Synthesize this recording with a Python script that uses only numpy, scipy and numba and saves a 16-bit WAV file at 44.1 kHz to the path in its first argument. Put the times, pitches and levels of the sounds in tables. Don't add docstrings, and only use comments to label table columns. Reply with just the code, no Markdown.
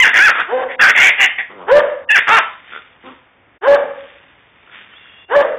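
import sys
import numpy as np
from scipy import signal
from scipy.fft import rfft, irfft
from scipy.io import wavfile
from scipy.ndimage import uniform_filter1d
from numba import njit

SR = 44100
rng = np.random.default_rng(int(sys.argv[2]) if len(sys.argv) > 2 else 0)


def volts_from_db(level):
    exponent = np.asarray(level, float) / 20
    return 10 ** exponent


def master(y):
    cut = np.clip(np.atleast_2d(y).T, -1, 1)
    pcm = np.round(cut * 32767)
    wavfile.write(sys.argv[1], SR, pcm.astype(np.int16))


N = 246078
T = np.arange(N) / SR

# (frequency [Hz], relative density [dB per Hz])
AIR_COLOUR = [(24, -59.5), (40, -18), (86, -10.5), (218, -18), (254, -14.5), (351, -16.5), (524, -15.5),
              (2230, -17.5), (3520, -27), (3800, -37), (4940, -79), (8360, -120)]
AIR_DB = -52

# (time [s], pitch [Hz], level [dB])
BIRD_CALLS = [
    [(4.93, 3000, -52), (4.965, 3330, -40), (4.985, 3520, -46)],
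    [(5.01, 3450, -50), (5.12, 3300, -48), (5.24, 3450, -49)],
    [(4.95, 2750, -51), (5.1, 2750, -48), (5.2, 2780, -46), (5.3, 2800, -43)],
]

# (time [s], level [dB])
RUSTLE_LEVELS = [
    [(2.5, -38.5), (2.63, -48), (2.76, -34.5), (2.81, -44), (2.98, -56.5), (3.07, -44), (3.3, -62)],
    [(4.0, -42.5), (4.4, -54), (4.54, -55), (4.71, -46.5), (4.735, -39), (4.82, -39.5), (4.87, -46),
     (5.05, -45.5), (5.23, -51.5), (5.25, -63)],
]
# (frequency [Hz], relative density [dB per Hz])
RUSTLE_COLOUR = [(120, -54), (200, -14.5), (498, -23), (577, -22.5), (1160, -12), (1810, -5), (3490, -11),
                 (3800, -14), (4940, -22), (8360, -120)]

# (time [s], peak level [dB])
NEARBY_TICKS = [(4.674, -33), (4.696, -31), (4.728, -32), (4.936, -31), (5.056, -33)]

# (delay [s], level before each dog's own offset [dB])
WALL_ECHOES = [(.045, -18), (0.096, -11.5), (.15, -14)]
YARD_T60_S, NEAR_T60_S, YARD_CUT_HZ = 0.65, 0.38, 4500

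# (start [s], mouth closes [s], end [s], base level [dB], top pitch [Hz], top reached [s],
# sag after closing [dB], scale of the strong-weak pulse pattern [0-1])
BARKS = [(.478, .528, .638, -13.5, 515, .545, -2, .7), (1.675, 1.716, 1.803, -4, 598, 1.76, -1, .15),
         (3.622, 3.678, 3.762, -6, 565, 3.682, -2, .4), (5.3, 5.362, 5.428, -4, 575, 5.348, -5, .4)]
# (stage [0 start, 1 mouth closes, 2 end], level re base [dB], overtones [dB])
BARK_COURSE = [(0, -26.5, 1), (.3, -11, 2), (.7, -8, 6.5), (.92, -4.5, 2.5), (1.05, 1, -9),
               (1.301, -1, -7.5), (1.599, -1.5, 2), (1.85, 0, -7.5), (2, -6, 12)]
BARK_HOARSENESS = [(0, .5, .2), (.5, .28, .3), (.9, .42, 1.4), (1.1, .18, .6), (1.5, .22, 1),
                   (1.7, .4, 1.3), (2, .5, 1)]
# (centre [Hz], width [Hz], level [dB])
BARK_MUZZLE = [(1650, 290, 0.5), (3130, 280, -10), (3190, 900, -15.5)]
BARK_THROAT_HZ, BARK_THROAT_WIDTH_HZ, BARK_MOUTH_HZ = 519, 378, 945
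BARK_START_SHARE, BARK_RISE_BEND = .64, 1.4

# (time [s], pitch [Hz], level [dB], mouth resonance [Hz])
YIPS = [
    [(0.0, 982.5, -3, 2070), (0.014, 1062, -7, 2380), (0.034, 930, -5, 2100), (0.046, 759.5, -7, 1650),
     (0.075, 728.8, -7.5, 1650), (0.11, 742.3, -18, 1650)],
    [(0.135, 603.8, -11, 1760), (0.155, 637.6, -8, 1770), (0.2, 735.3, -6, 1650), (0.222, 824, -5.5, 1680),
     (0.244, 861, -7.5, 1814), (0.264, 816, -5.5, 1755), (0.282, 700.4, -6, 1482), (0.31, 702, -10, 1422),
     (0.326, 728, -20, 1470)],
    [(0.35, 693, -21, 1518), (0.414, 590, -13.5, 1420), (0.46, 591.4, -38.5, 1600)],
    [(0.69, 697, -31, 1860), (0.714, 703, -25, 1780), (0.755, 700, -34, 2000)],
    [(0.796, 855.8, -11.5, 1535), (0.82, 863, -4.5, 1513), (0.842, 775, -3.5, 1540),
     (0.862, 799.7, -6, 1510), (0.906, 751.6, -6, 1730), (0.92, 746.6, -15, 1850)],
    [(0.95, 732.8, -14.5, 2064), (0.97, 751.3, -8.5, 1940), (1.0, 703, -6.5, 1790),
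     (1.036, 780.6, -5, 1976), (1.09, 777.4, -7, 1940), (1.12, 717, -15, 1975)],
    [(1.18, 392.3, -20, 1900), (1.208, 389, -7, 1907), (1.248, 378, -6.5, 1884), (1.28, 384.6, -19, 1950)],
    [(1.386, 381.2, -16, 1958), (1.412, 394.5, -19, 1825), (1.435, 372.5, -37.5, 1971)],
    [(2.094, 913, -13, 1805), (2.107, 819, -6.5, 1738), (2.124, 884, -8.5, 1762), (2.141, 897, -11, 1803),
     (2.158, 803.2, -5, 1685), (2.17, 670, -6.5, 1609), (2.18, 564.2, -7.5, 1650), (2.192, 602.4, -9, 1720),
     (2.22, 576, -25, 1825)],
    [(2.272, 310.4, -17.5, 1504), (2.288, 364.5, -8.5, 1429), (2.3, 412.6, -8.5, 1237),
     (2.325, 455.2, -7, 1150), (2.347, 463, -6.5, 1197), (2.359, 453.2, -8, 1404), (2.372, 411, -7.5, 1460),
     (2.386, 351.7, -5.5, 1332), (2.408, 308, -19, 1314)],
]
# (from [s], to [s], roughness [0-1])
YIP_CLEAR = [(0, .032, .15), (.205, .275, .2), (.815, .885, .6), (1.0, 1.08, .5), (1.195, 1.27, .6),
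             (1.39, 1.43, .6), (2.09, 2.158, .25), (2.312, 2.388, .33)]
CLEAR_UPPER_DB = [-8.5, -8.5, -16, -15.5, -5, -23, -0.5, -3.5]
YIP_HOARSE, YIP_CLEAR_FADE_S, HOARSE_UPPER_DB = .85, .018, -19.5
# (mouth resonance [Hz], throat level [dB])
THROAT_BY_MOUTH = [(1200, 2), (1500, -10.5), (1750, -14.5), (2100, -13.5)]
# (centre [Hz], width [Hz], level [dB])
YIP_TOP_RESONANCE = (3430, 83, -14.5)
# (time [s], pitch [Hz], level [dB], roughness [0-1], mouth resonance [Hz])
GRUNTS = [
    [(1.5, 109.6, -37.5, 0.61, 450), (1.56, 101.1, -40, 0.06, 467.5), (1.62, 86.7, -32.5, 0.23, 558),
     (1.67, 85.8, -38.5, 0, 588)],
    [(3.04, 249, -41, 0.27, 312.6), (3.08, 270, -33.5, 0.2, 325), (3.11, 263, -40, 0.43, 317),
     (3.14, 245.2, -42.5, 0.31, 290)],
]
# (centre [Hz], width [Hz], level [dB])
GRUNT_THROAT = [(770, 1700, 1.5), (1350, 1080, 1), (2000, 51, -24)]
# (start [s], gap [s], count)
CREAK_RUNS = [(.312, .0145, 9), (2.7215, .0133, 6)]
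CREAK_DB = [-11.5, -18.5]
CREAK_EDGE_DB = -4.5
# (centre [Hz], width [Hz], level in one pass [dB])
SNAP_CAVITY = [(1406, 240, 4.5), (2350, 570, -1), (3520, 220, 0.5), (450, 290, -8)]

# (from [s], to [s], above frequency [Hz], level of what is left [dB])
DROPOUTS = [(0.765, 0.778, 900, -45), (2.053, 2.073, 1300, -48), (3.583, 3.609, 30, -43),
            (5.257, 5.277, 100, -10.5)]
BAND_HZ, CEILING = 3680, .735


def rms_one(x):
    return x / np.sqrt(np.mean(x ** 2) + 1e-20)


def drift(rate):
    r = np.exp(-2 * np.pi * rate / SR)
    settled = signal.lfilter([1], [1, -2 * r, r * r], rng.standard_normal(N + 8000))[8000:]
    return rms_one(settled)


def gate(start, end, fade):
    return np.interp(T, [start - fade, start, end, end + fade], [0, 1, 1, 0])


def played(tables, level_column, fade=0.033):
    s, *columns = np.transpose(np.concatenate(tables))
    curves = [np.interp(T, s, c) for c in columns]
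    sounding = np.minimum(sum(gate(rows[0][0], rows[-1][0], fade) for rows in tables), 1)
    curves[level_column] = sounding * volts_from_db(curves[level_column])
    return curves


@njit
def resonate(x, hz, r, rate):
    out = np.zeros(len(x) + 2)
    for i in range(len(x)):
        feed = (1 - r[i] * r[i]) / 2 * (x[i] - x[max(i - 2, 0)])
        out[i + 2] = feed + 2 * r[i] * np.cos(2 * np.pi * hz[i] / rate) * out[i + 1] - r[i] * r[i] * out[i]
    return out[2:]


def peak(x, hz, width):
    radius = np.exp(-np.pi * np.maximum(width, 50) / SR)
    return resonate(x, hz + np.zeros(N), radius + np.zeros(N), float(SR))


def throat(x, modes):
    return sum((-1) ** k * volts_from_db(db) * peak(x, hz, width) for k, (hz, width, db) in enumerate(modes))


def coloured(x, spectrum):
    hz = np.maximum(np.arange(N // 2 + 1) * SR / N, 1)
    point_hz, point_db = np.transpose(spectrum)
    gain_db = np.interp(np.log(hz), np.log(point_hz), point_db)
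    return rms_one(irfft(rfft(x) * volts_from_db(gain_db), N))


def voice(pitch_hz, gain, rough, tract, tilt, jitter, first_db, uneven=0):
    pitch_hz = uniform_filter1d(pitch_hz, size=500) * (1 + jitter * rough * drift(150))
    phase = 2 * np.pi * np.cumsum(pitch_hz) / SR
    pulses = np.zeros(N)
    for k in range(1, 40):
        if k * pitch_hz.min() < 4200:
            in_band = k * pitch_hz < 4200
            pulses += np.cos(k * phase + 0.56 * (k * k - 1)) * in_band / k ** tilt
    pulses -= (1 - volts_from_db(first_db)) * np.cos(phase)
    pulses *= 1 + uneven * np.cos(phase / 2)
    shimmer = volts_from_db(rough * drift(100))
    breath = rng.standard_normal(N) * (1 + 0.71 * np.cos(phase)) * np.sqrt(SR / 8 / pitch_hz)
    sound = tract(shimmer * (np.sqrt(1 - rough) * pulses + rough * breath))
    evened = sound / np.sqrt(uniform_filter1d(sound ** 2, size=600) + 1e-12)
    return gain * evened


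def snaps(times, peaks_db):
    impulse = (T == 0) + 1e-18
    ring = throat(throat(impulse, SNAP_CAVITY), SNAP_CAVITY)[:SR // 10]
    clicks = np.zeros(N)
    clicks[np.round(np.asarray(times) * SR).astype(int)] = volts_from_db(np.asarray(peaks_db))
    return signal.fftconvolve(clicks, ring / np.abs(ring).max())[:N]


def open_air():
    return volts_from_db(AIR_DB + 0.4 * drift(12)) * coloured(rng.standard_normal(N), AIR_COLOUR)


def yard(x, t60, tail_db, echo_db):
    t = T[:SR]
    answer = rng.standard_normal(SR) * volts_from_db(-60 * t / t60) * np.minimum(t / 0.038, 1)
    answer *= volts_from_db(tail_db) / np.sqrt(np.sum(answer ** 2))
    for delay, db in WALL_ECHOES:
        answer[round(delay * SR)] += volts_from_db(db + echo_db)
    stirred = np.interp(T + .0004 * drift(25), T, x)
    wet = signal.fftconvolve(stirred, answer)[:N]
    return x + signal.sosfilt(signal.butter(1, YARD_CUT_HZ, fs=SR, output="sos"), wet)


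def birds():
    out = 0
    for call in BIRD_CALLS:
        pitch, gain = played([call], level_column=1, fade=0.054)
        phase = 2 * np.pi * np.cumsum(pitch * (1 + .02 * drift(120))) / SR
        out = out + gain * volts_from_db(2.5 * drift(60)) * np.sin(phase)
    return out


def rustle():
    gain, = played(RUSTLE_LEVELS, level_column=0, fade=0.15)
    struck = rng.random(N) < 2500 / SR
    strength = volts_from_db(3.7 * np.minimum(rng.exponential(1, N), 4))
    grains = struck * strength * rng.choice([-1, 1], N)
    return gain * coloured(grains, RUSTLE_COLOUR)


def nearby_ticks():
    return snaps(*np.transpose(NEARBY_TICKS))


def big_dog():
    stage, level_db, opening_db = np.transpose(BARK_COURSE)
    at, hoarse, pattern = np.transpose(BARK_HOARSENESS)
    calls = []
    for start, closes, end, base_db, top_hz, top_s, sag_db, weak in BARKS:
        s = np.interp(stage, [0, 1, 2], [start, closes, end])
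        to_go = np.clip((top_s - s) / (top_s - start), 0, 1) ** BARK_RISE_BEND
        pitch_hz = top_hz * (1 - (1 - BARK_START_SHARE) * to_go)
        call_db = base_db + level_db + sag_db * np.maximum(stage - 1, 0)
        rough = np.interp(stage, at, hoarse)
        uneven = weak * np.interp(stage, at, pattern)
        calls.append(np.transpose([s, pitch_hz, call_db, opening_db, rough, uneven]))
    pitch, gain, open_db, rough, uneven = played(calls, level_column=1, fade=0.014)

    def tract(x):
        x = signal.sosfilt(signal.butter(2, 330, "high", fs=SR, output="sos"), x)
        mouth = peak(x, BARK_MOUTH_HZ, 430) - throat(x, BARK_MUZZLE)
        return peak(x, BARK_THROAT_HZ, BARK_THROAT_WIDTH_HZ) - volts_from_db(open_db) * mouth

    return voice(pitch, gain, rough, tract, tilt=1.0, jitter=.06, first_db=2.5, uneven=np.clip(uneven, 0, 1))


def creaks():
    out = 0
    for (start, gap, count), db in zip(CREAK_RUNS, CREAK_DB):
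        run = np.arange(count)
        chance = rng.uniform(-1, 1, (count, 2)).T * (run > 0)
        times = start + gap * (run + .12 * chance[0])
        edge_db = CREAK_EDGE_DB * (2 * run / run[-1] - 1) ** 2
        out = out + snaps(times, db + 4 * chance[1] + edge_db)
    return out


def grunts():
    pitch, gain, rough, mouth = played(GRUNTS, level_column=1, fade=0.0069)

    def tract(x):
        return peak(x, mouth, 210) + throat(peak(x, 1100, 1000), GRUNT_THROAT)

    return voice(pitch, gain, np.clip(rough, 0, 1), tract, tilt=0.8, jitter=0.19, first_db=-10.5)


def yips():
    pitch, gain, mouth = played(YIPS, level_column=1, fade=0.0068)
    hoarse, upper_db = YIP_HOARSE, HOARSE_UPPER_DB
    for (start, end, rough), clear_db in zip(YIP_CLEAR, CLEAR_UPPER_DB):
        clear = gate(start, end, YIP_CLEAR_FADE_S)
        hoarse = hoarse - (YIP_HOARSE - rough) * clear
        upper_db = upper_db + (clear_db - HOARSE_UPPER_DB) * clear
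    low_ring = volts_from_db(np.interp(mouth, *np.transpose(THROAT_BY_MOUTH)))

    def muzzle(x):
        steep = peak(peak(x, mouth, 850), mouth, 580)
        upper = volts_from_db(upper_db) * peak(peak(x, 2840, 390), 2840, 390)
        return steep - upper + low_ring * peak(x, 950, 1200) - throat(x, [YIP_TOP_RESONANCE])

    return voice(pitch, gain, hoarse, muzzle, tilt=0.19, jitter=0.065, first_db=-8)


def puppy():
    return yips() + grunts() + creaks()


def scene():
    far_dog = yard(big_dog(), YARD_T60_S, tail_db=-6.0, echo_db=-8.0)
    close_puppy = yard(puppy(), NEAR_T60_S, tail_db=-9.0, echo_db=-24.5)
    mix = open_air() + birds() + rustle() + nearby_ticks() + far_dog + close_puppy
    return mix[None]


def drop_out(dry):
    x = dry.copy()
    for start, end, above_hz, db in DROPOUTS:
        low = signal.sosfiltfilt(signal.butter(4, above_hz, fs=SR, output="sos"), dry)
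        x = x - (1 - volts_from_db(db)) * gate(start, end, 0.0099) * (dry - low)
    return x


def overload(x):
    knee = .85 * CEILING
    room = CEILING - knee
    excess = np.maximum(np.abs(x) - knee, 0)
    return np.clip(x, -knee, knee) + np.sign(x) * room * np.tanh(excess / room)


def top_cut(x):
    return signal.sosfilt(signal.butter(12, 15730, fs=SR, output="sos"), x)


def record(dry):
    x = drop_out(dry)
    x = signal.sosfilt(signal.ellip(12, .5, 85, BAND_HZ, fs=SR, output="sos"), x)
    x = overload(x)
    return top_cut(x)


dry = scene()
out = record(dry)
master(out)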